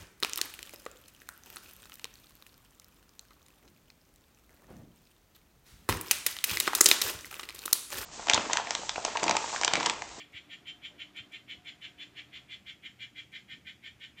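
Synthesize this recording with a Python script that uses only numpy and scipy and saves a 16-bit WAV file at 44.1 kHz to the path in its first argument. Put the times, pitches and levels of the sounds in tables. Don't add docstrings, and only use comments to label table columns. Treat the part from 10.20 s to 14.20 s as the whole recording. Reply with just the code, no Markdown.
import sys
import numpy as np
from scipy import signal
from scipy.fft import rfft, irfft
from scipy.io import wavfile

SR = 44100
rng = np.random.default_rng(int(sys.argv[2]) if len(sys.argv) > 2 else 0)


def to_wav(s):
    ch = np.atleast_2d(s).T
    pcm = np.round(np.clip(ch, -1, 1) * 32767)
    wavfile.write(sys.argv[1], SR, pcm.astype(np.int16))


N = 176400
T = np.arange(N) / SR

# (start [s], swell time [s], relative level [dB], nominal treble tilt [dB])
RASPS = [(-0.048, 0.054, 0.5, 2.6), (0.119, 0.057, -2, 1), (0.285, 0.051, -2.5, 3.5),
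         (0.447, 0.05, -2, 6.5), (0.611, 0.053, -2, 5), (0.772, 0.054, -1.8, 4), (0.939, 0.052, -1.4, 1),
         (1.108, 0.049, -2.5, 2), (1.271, 0.057, -0.7, 2.5), (1.441, 0.05, -1.0, 2),
         (1.603, 0.052, -1.4, 2), (1.773, 0.056, -2, 3.5), (1.943, 0.05, -1.1, 1),
         (2.113, 0.054, -2.0, 1.5), (2.279, 0.058, -1.7, 1.5), (2.45, 0.051, -1.8, 3.5),
         (2.618, 0.052, -2.7, 1.8), (2.782, 0.053, -1.2, 3.5), (2.943, 0.053, -1.8, 4),
         (3.112, 0.051, -1.75, 1.2), (3.275, 0.055, -2.5, 1.5), (3.444, 0.049, -3, 1),
         (3.616, 0.054, -2.5, 1.9), (3.791, 0.052, -3, 2.5), (3.957, 0.064, -3, 3.5)]
# (frequency [Hz], gain [dB])
THROAT_RESPONSE = [(300, -43.5), (900, -41), (1200, -18), (1520, -10), (1850, -3), (2250, 3), (2620, -5),
                   (3000, 0), (3400, 0), (3650, -11.5), (4100, -13.5), (4800, -23.5), (5300, -22.5),
                   (6200, -30), (7200, -24), (7800, -36), (9000, -43), (15000, -53.5)]
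# (time [s], depth [dB])
REFLECTION_NOTCH = [(0, 3.5), (1.2, 1.5), (2.2, 3), (2.6, 5), (3.2, 8.5), (4, 6)]
# (frequency [Hz], relative level [dB], t60 [s])
RINGING_MODES = [(1828, -12, 0.12), (2091, -17.5, 0.19), (2164, -8.5, 0.069), (2353.5, -4, 0.11),
                 (2754, -9.5, 0.12), (3060, -10, 0.13), (3318, -11, 0.15), (3416, -15, 0.069),
                 (3810, -13, 0.033), (4025, -26, 0.21)]
# (time [s], frequency [Hz], level [dB])
MAIN_MODE = [(0, 3120, -68), (0.502, 3125, -56.5), (1.0, 3160, -58.5), (1.6, 3190, -70), (2.3, 3205, -64),
             (2.9, 3260, -61), (4, 3320, -79)]
# (frequency [Hz], t60 [s])
ROOM_T60 = [(300, 0.083), (1500, 0.24), (2300, 0.19), (3200, 0.22), (5000, 0.26), (7200, 0.46),
            (10000, 0.059)]
# (time [s], rumble [dB], hum [dB], whirr [dB], whine [dB])
BACKGROUND_LEVELS = [(0, -68, -72.5, -64.5, -87), (0.548, -65, -71.5, -66.5, -72.5),
                     (.74, -64.5, -70, -65.5, -86), (.9, -71, -69, -64.5, -79.5),
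                     (1.5, -65.5, -70, -68, -78.5), (2.15, -66, -69.5, -65.5, -79.5),
                     (2.45, -65.5, -64, -71, -90), (3.202, -65.5, -68, -74, -84),
                     (4, -64, -76.5, -74.5, -91)]
# (frequency [Hz], relative density [dB])
RUMBLE_SPECTRUM = [(15, -52), (28, -25), (42, -13), (70, 2.5), (115, -3), (155, 2), (205, -4), (310, -4.5),
                   (430, -12.5), (700, -15), (1100, -20), (2500, -11), (6000, -51)]
WHIRR_SPECTRUM = [(100, -10), (220, -4), (300, 0.5), (380, 1), (480, -11), (600, -5.5), (710, -4.5),
                  (850, -10.5), (1300, -7), (2200, -10), (3500, -10.5), (8000, -39)]
HISS_SPECTRUM = [(200, -15), (1000, -3), (2200, -6), (3300, 2), (4800, 6), (7000, 3), (9000, 0),
                 (12000, -2), (15000, -4)]
TICK_SPECTRUM = [(500, -25), (2500, -1), (7000, 12), (12000, 0), (15000, -18)]
# (frequency [Hz], relative level [dB])
HUM_TONES = [(120, -3.5), (196, -6.5), (241, -11.5)]
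WHIRR_TONES = [(296, -5.5), (315, -17.5)]
WHINE_TONES = [(721, 0.0043)]
# (time [s], level [dB])
TICKS = [(.1211, -69), (.4713, -70), (.9652, -64), (1.121, -65.5), (1.4476, -69), (1.612, -71),
         (1.692, -74), (2.819, -71), (3.1198, -69), (3.7983, -72)]
# (time [s], level [dB], pitch [Hz], rise time [s])
BUMPS = [(.135, -62.5, 94, .014), (0.701, -65.5, 598, 0.021), (.73, -64, 351, 0.025),
         (0.999, -54, 117, 0.013), (1.05, -64.5, 251, 0.016), (1.339, -59.5, 252, 0.011),
         (1.374, -59.5, 100, 0.0093), (3.329, -57, 164, 0.012), (3.364, -61, 255, 0.015),
         (3.754, -56, 87, 0.0091)]


def amp(db):
    return 10 ** (np.asarray(db) / 20)


def unit(x):
    return x / np.sqrt(np.mean(x ** 2) + 1e-20)


def curve_at(points, hz):
    point_hz, value = np.transpose(points)
    return np.interp(np.log(hz + 1), np.log(point_hz + 1), value)


def add(mix, start_s, sound):
    at = round(start_s * SR)
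    sound = sound[max(-at, 0):]
    part = mix[max(at, 0):][:len(sound)]
    part += sound[:len(part)]


def noise(spectrum):
    gain = amp(curve_at(spectrum, np.fft.rfftfreq(N, 1 / SR)))
    return unit(irfft(rfft(rng.standard_normal(N)) * gain, N))


def minimum_phase(gain_db):
    log_spectrum = np.conj(signal.hilbert(np.log(amp(gain_db))))
    return np.fft.ifft(np.exp(log_spectrum)).real


def pulse_run(rise_s, rate_hz=399, swell_db=13.5, release_db_per_s=1100, count=48, size=6000):
    jitter_periods, spread_db, scrape_decay_s = .14, 1.2, .0017
    jitter, spread = rng.standard_normal((2, count))
    at_s = np.maximum(np.arange(count) + .5 + jitter_periods * jitter, 0) / rate_hz
    level_db = -swell_db * np.maximum(1 - at_s / rise_s, 0) ** 2.1
    level_db -= release_db_per_s * np.maximum(at_s - rise_s, 0)
    at_s += np.cumsum(jitter_periods * rng.standard_normal(count)) / rate_hz
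    run = np.zeros(size)
    run[np.clip(at_s * SR, 0, size - 1).astype(int)] = amp(level_db + spread_db * spread)
    scrape_envelope = signal.lfilter([1], [1, -np.exp(-1 / (scrape_decay_s * SR))], run)
    scrape = scrape_envelope * rng.standard_normal(size)
    return unit(unit(run) + .47 * unit(scrape))


def opening(run, fade_s=.007, brighten_s=.015, dull_hz=2920):
    t = np.arange(len(run)) / SR
    dull = signal.sosfilt(signal.butter(2, dull_hz, fs=SR, output="sos"), run)
    bright = 1 - np.exp(-(t / brighten_s) ** 2)
    return (1 - np.exp(-t / fade_s)) * (bright * run + np.sqrt(1 - bright) * dull)


def throat_db(hz, tilt_db, pivot_hz=2380):
    retune = np.exp(.0096 * rng.standard_normal())
    shelf_db = .93 * (tilt_db + 3) / 2 * np.tanh(10 * np.log((hz + 1) / pivot_hz))
    return curve_at(THROAT_RESPONSE, hz * retune) + shelf_db


def reflection_notch_db(hz, start_s, centre_hz=2690, width_hz=230):
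    depth_db = np.interp(start_s, *np.transpose(REFLECTION_NOTCH))
    return -depth_db * np.exp(-((hz - centre_hz) / width_hz) ** 2)


def ring(x, hz, t60_s):
    carrier = np.exp(2j * np.pi * np.cumsum(hz * np.ones(N)) / SR)
    pole = np.exp(-np.log(1000) / (t60_s * SR))
    baseband = signal.lfilter([1 - pole], [1, -pole], x / carrier + 1e-18)
    return unit((carrier * baseband).real)


def room(x, early_s=.010, early_db=5.5, tail_db=2, size=16384, count=24):
    hz, t, spectra = signal.stft(rng.standard_normal(size), SR, nperseg=256)
    decay = amp(-60 * t / curve_at(ROOM_T60, hz)[:, None])
    tail = signal.istft(spectra * decay, SR, nperseg=256)[1][:size]
    tail *= np.minimum(np.arange(size) / SR / early_s, 1)
    response = amp(tail_db) * tail / np.linalg.norm(tail)
    taps = (rng.uniform(.1, 1, count) * early_s * SR).astype(int)
    response[taps] += amp(early_db) * rng.choice([-1, 1], count) / np.sqrt(count)
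    response[0] += 1
    return signal.fftconvolve(x, response)[:N]


def drifting_room(x, count=5):
    place = T / T[-1] * (count - 1)
    return sum(np.cos(np.pi / 2 * np.clip(place - k, -1, 1)) * unit(room(x)) for k in range(count))


def frog(voice_db=-52.5, modes_db=-57, edge_db=-84.5, edge_s=.051, echo_db=-74, echo_s=.055):
    voice, edge, echo = np.zeros((3, N))
    grid_hz = abs(np.fft.fftfreq(2048, 1 / SR))
    for start_s, rise_s, level_db, tilt_db in RASPS:
        run = opening(pulse_run(rise_s))
        response = minimum_phase(throat_db(grid_hz, tilt_db) + reflection_notch_db(grid_hz, start_s))
        add(voice, start_s, amp(level_db) * unit(signal.fftconvolve(run, response)))
        add(edge, start_s, run * np.exp(-2 * (np.arange(len(run)) / SR / edge_s) ** 2))
    crisp = amp(edge_db) * unit(np.diff(edge, prepend=0))
    times_s, path_hz, path_db = np.transpose(MAIN_MODE)
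    main_hz = np.interp(T, times_s, path_hz)
    overtone_hz, overtone_db = 7186 - 44.7 * T, -75.5 - 3 * T
    rings = amp(modes_db) * sum(amp(db) * ring(voice, hz, t60_s) for hz, db, t60_s in RINGING_MODES)
    rings += amp(np.interp(T, times_s, path_db)) * ring(voice, main_hz, t60_s=.15)
    rings += amp(overtone_db) * ring(voice, overtone_hz, t60_s=.17)
    main_band = ring(ring(voice, main_hz, t60_s=.0094), main_hz, t60_s=.0094)
    add(echo, echo_s, amp(echo_db) * main_band)
    return amp(voice_db) * drifting_room(voice) + rings + echo + crisp


def wavering_tones(tones, width_hz=10):
    hz = np.fft.rfftfreq(N, 1 / SR)
    out = np.zeros(N)
    for centre_hz, level_db in tones:
        band = np.exp(-(2 * (hz - centre_hz) / width_hz) ** 2)
        out += amp(level_db) * unit(irfft(rfft(rng.standard_normal(N)) * band, N))
    return out


def background(hiss_db=-75):
    times_s, *levels_db = np.transpose(BACKGROUND_LEVELS)
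    rumble_gain, hum_gain, whirr_gain, whine_gain = (amp(np.interp(T, times_s, db)) for db in levels_db)
    rumble = rumble_gain * noise(RUMBLE_SPECTRUM)
    hum = hum_gain * wavering_tones(HUM_TONES)
    whirr = whirr_gain * (noise(WHIRR_SPECTRUM) + wavering_tones(WHIRR_TONES))
    whine = whine_gain * wavering_tones(WHINE_TONES)
    return rumble + hum + whirr + whine + amp(hiss_db) * noise(HISS_SPECTRUM)


def ticks(decay_s=.011):
    out = np.zeros(N)
    for start_s, level_db in TICKS:
        add(out, start_s, amp(level_db) * noise(TICK_SPECTRUM) * np.exp(-T / decay_s))
    return out


def bumps():
    out = np.zeros(N)
    for start_s, level_db, hz, rise_s in BUMPS:
        tone = np.sin(2 * np.pi * hz * T)
        puff = noise([(hz / 4, -30), (hz * .79, 0), (hz * 1.41, 0), (hz * 3, -25), (hz * 10, -60)])
        envelope = (T / rise_s * np.exp(1 - T / rise_s)) ** 2
        add(out, start_s, amp(level_db) * (tone + .74 * puff) * envelope)
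    return out


def scene():
    return (frog() + background() + bumps() + ticks())[None]


def record(dry):
    cutoff_hz = 15400
    lowpass = signal.firwin(511, cutoff_hz, window=("kaiser", 9), fs=SR)
    return signal.oaconvolve(dry, lowpass[None], "same")


dry = scene()
out = record(dry)
to_wav(out)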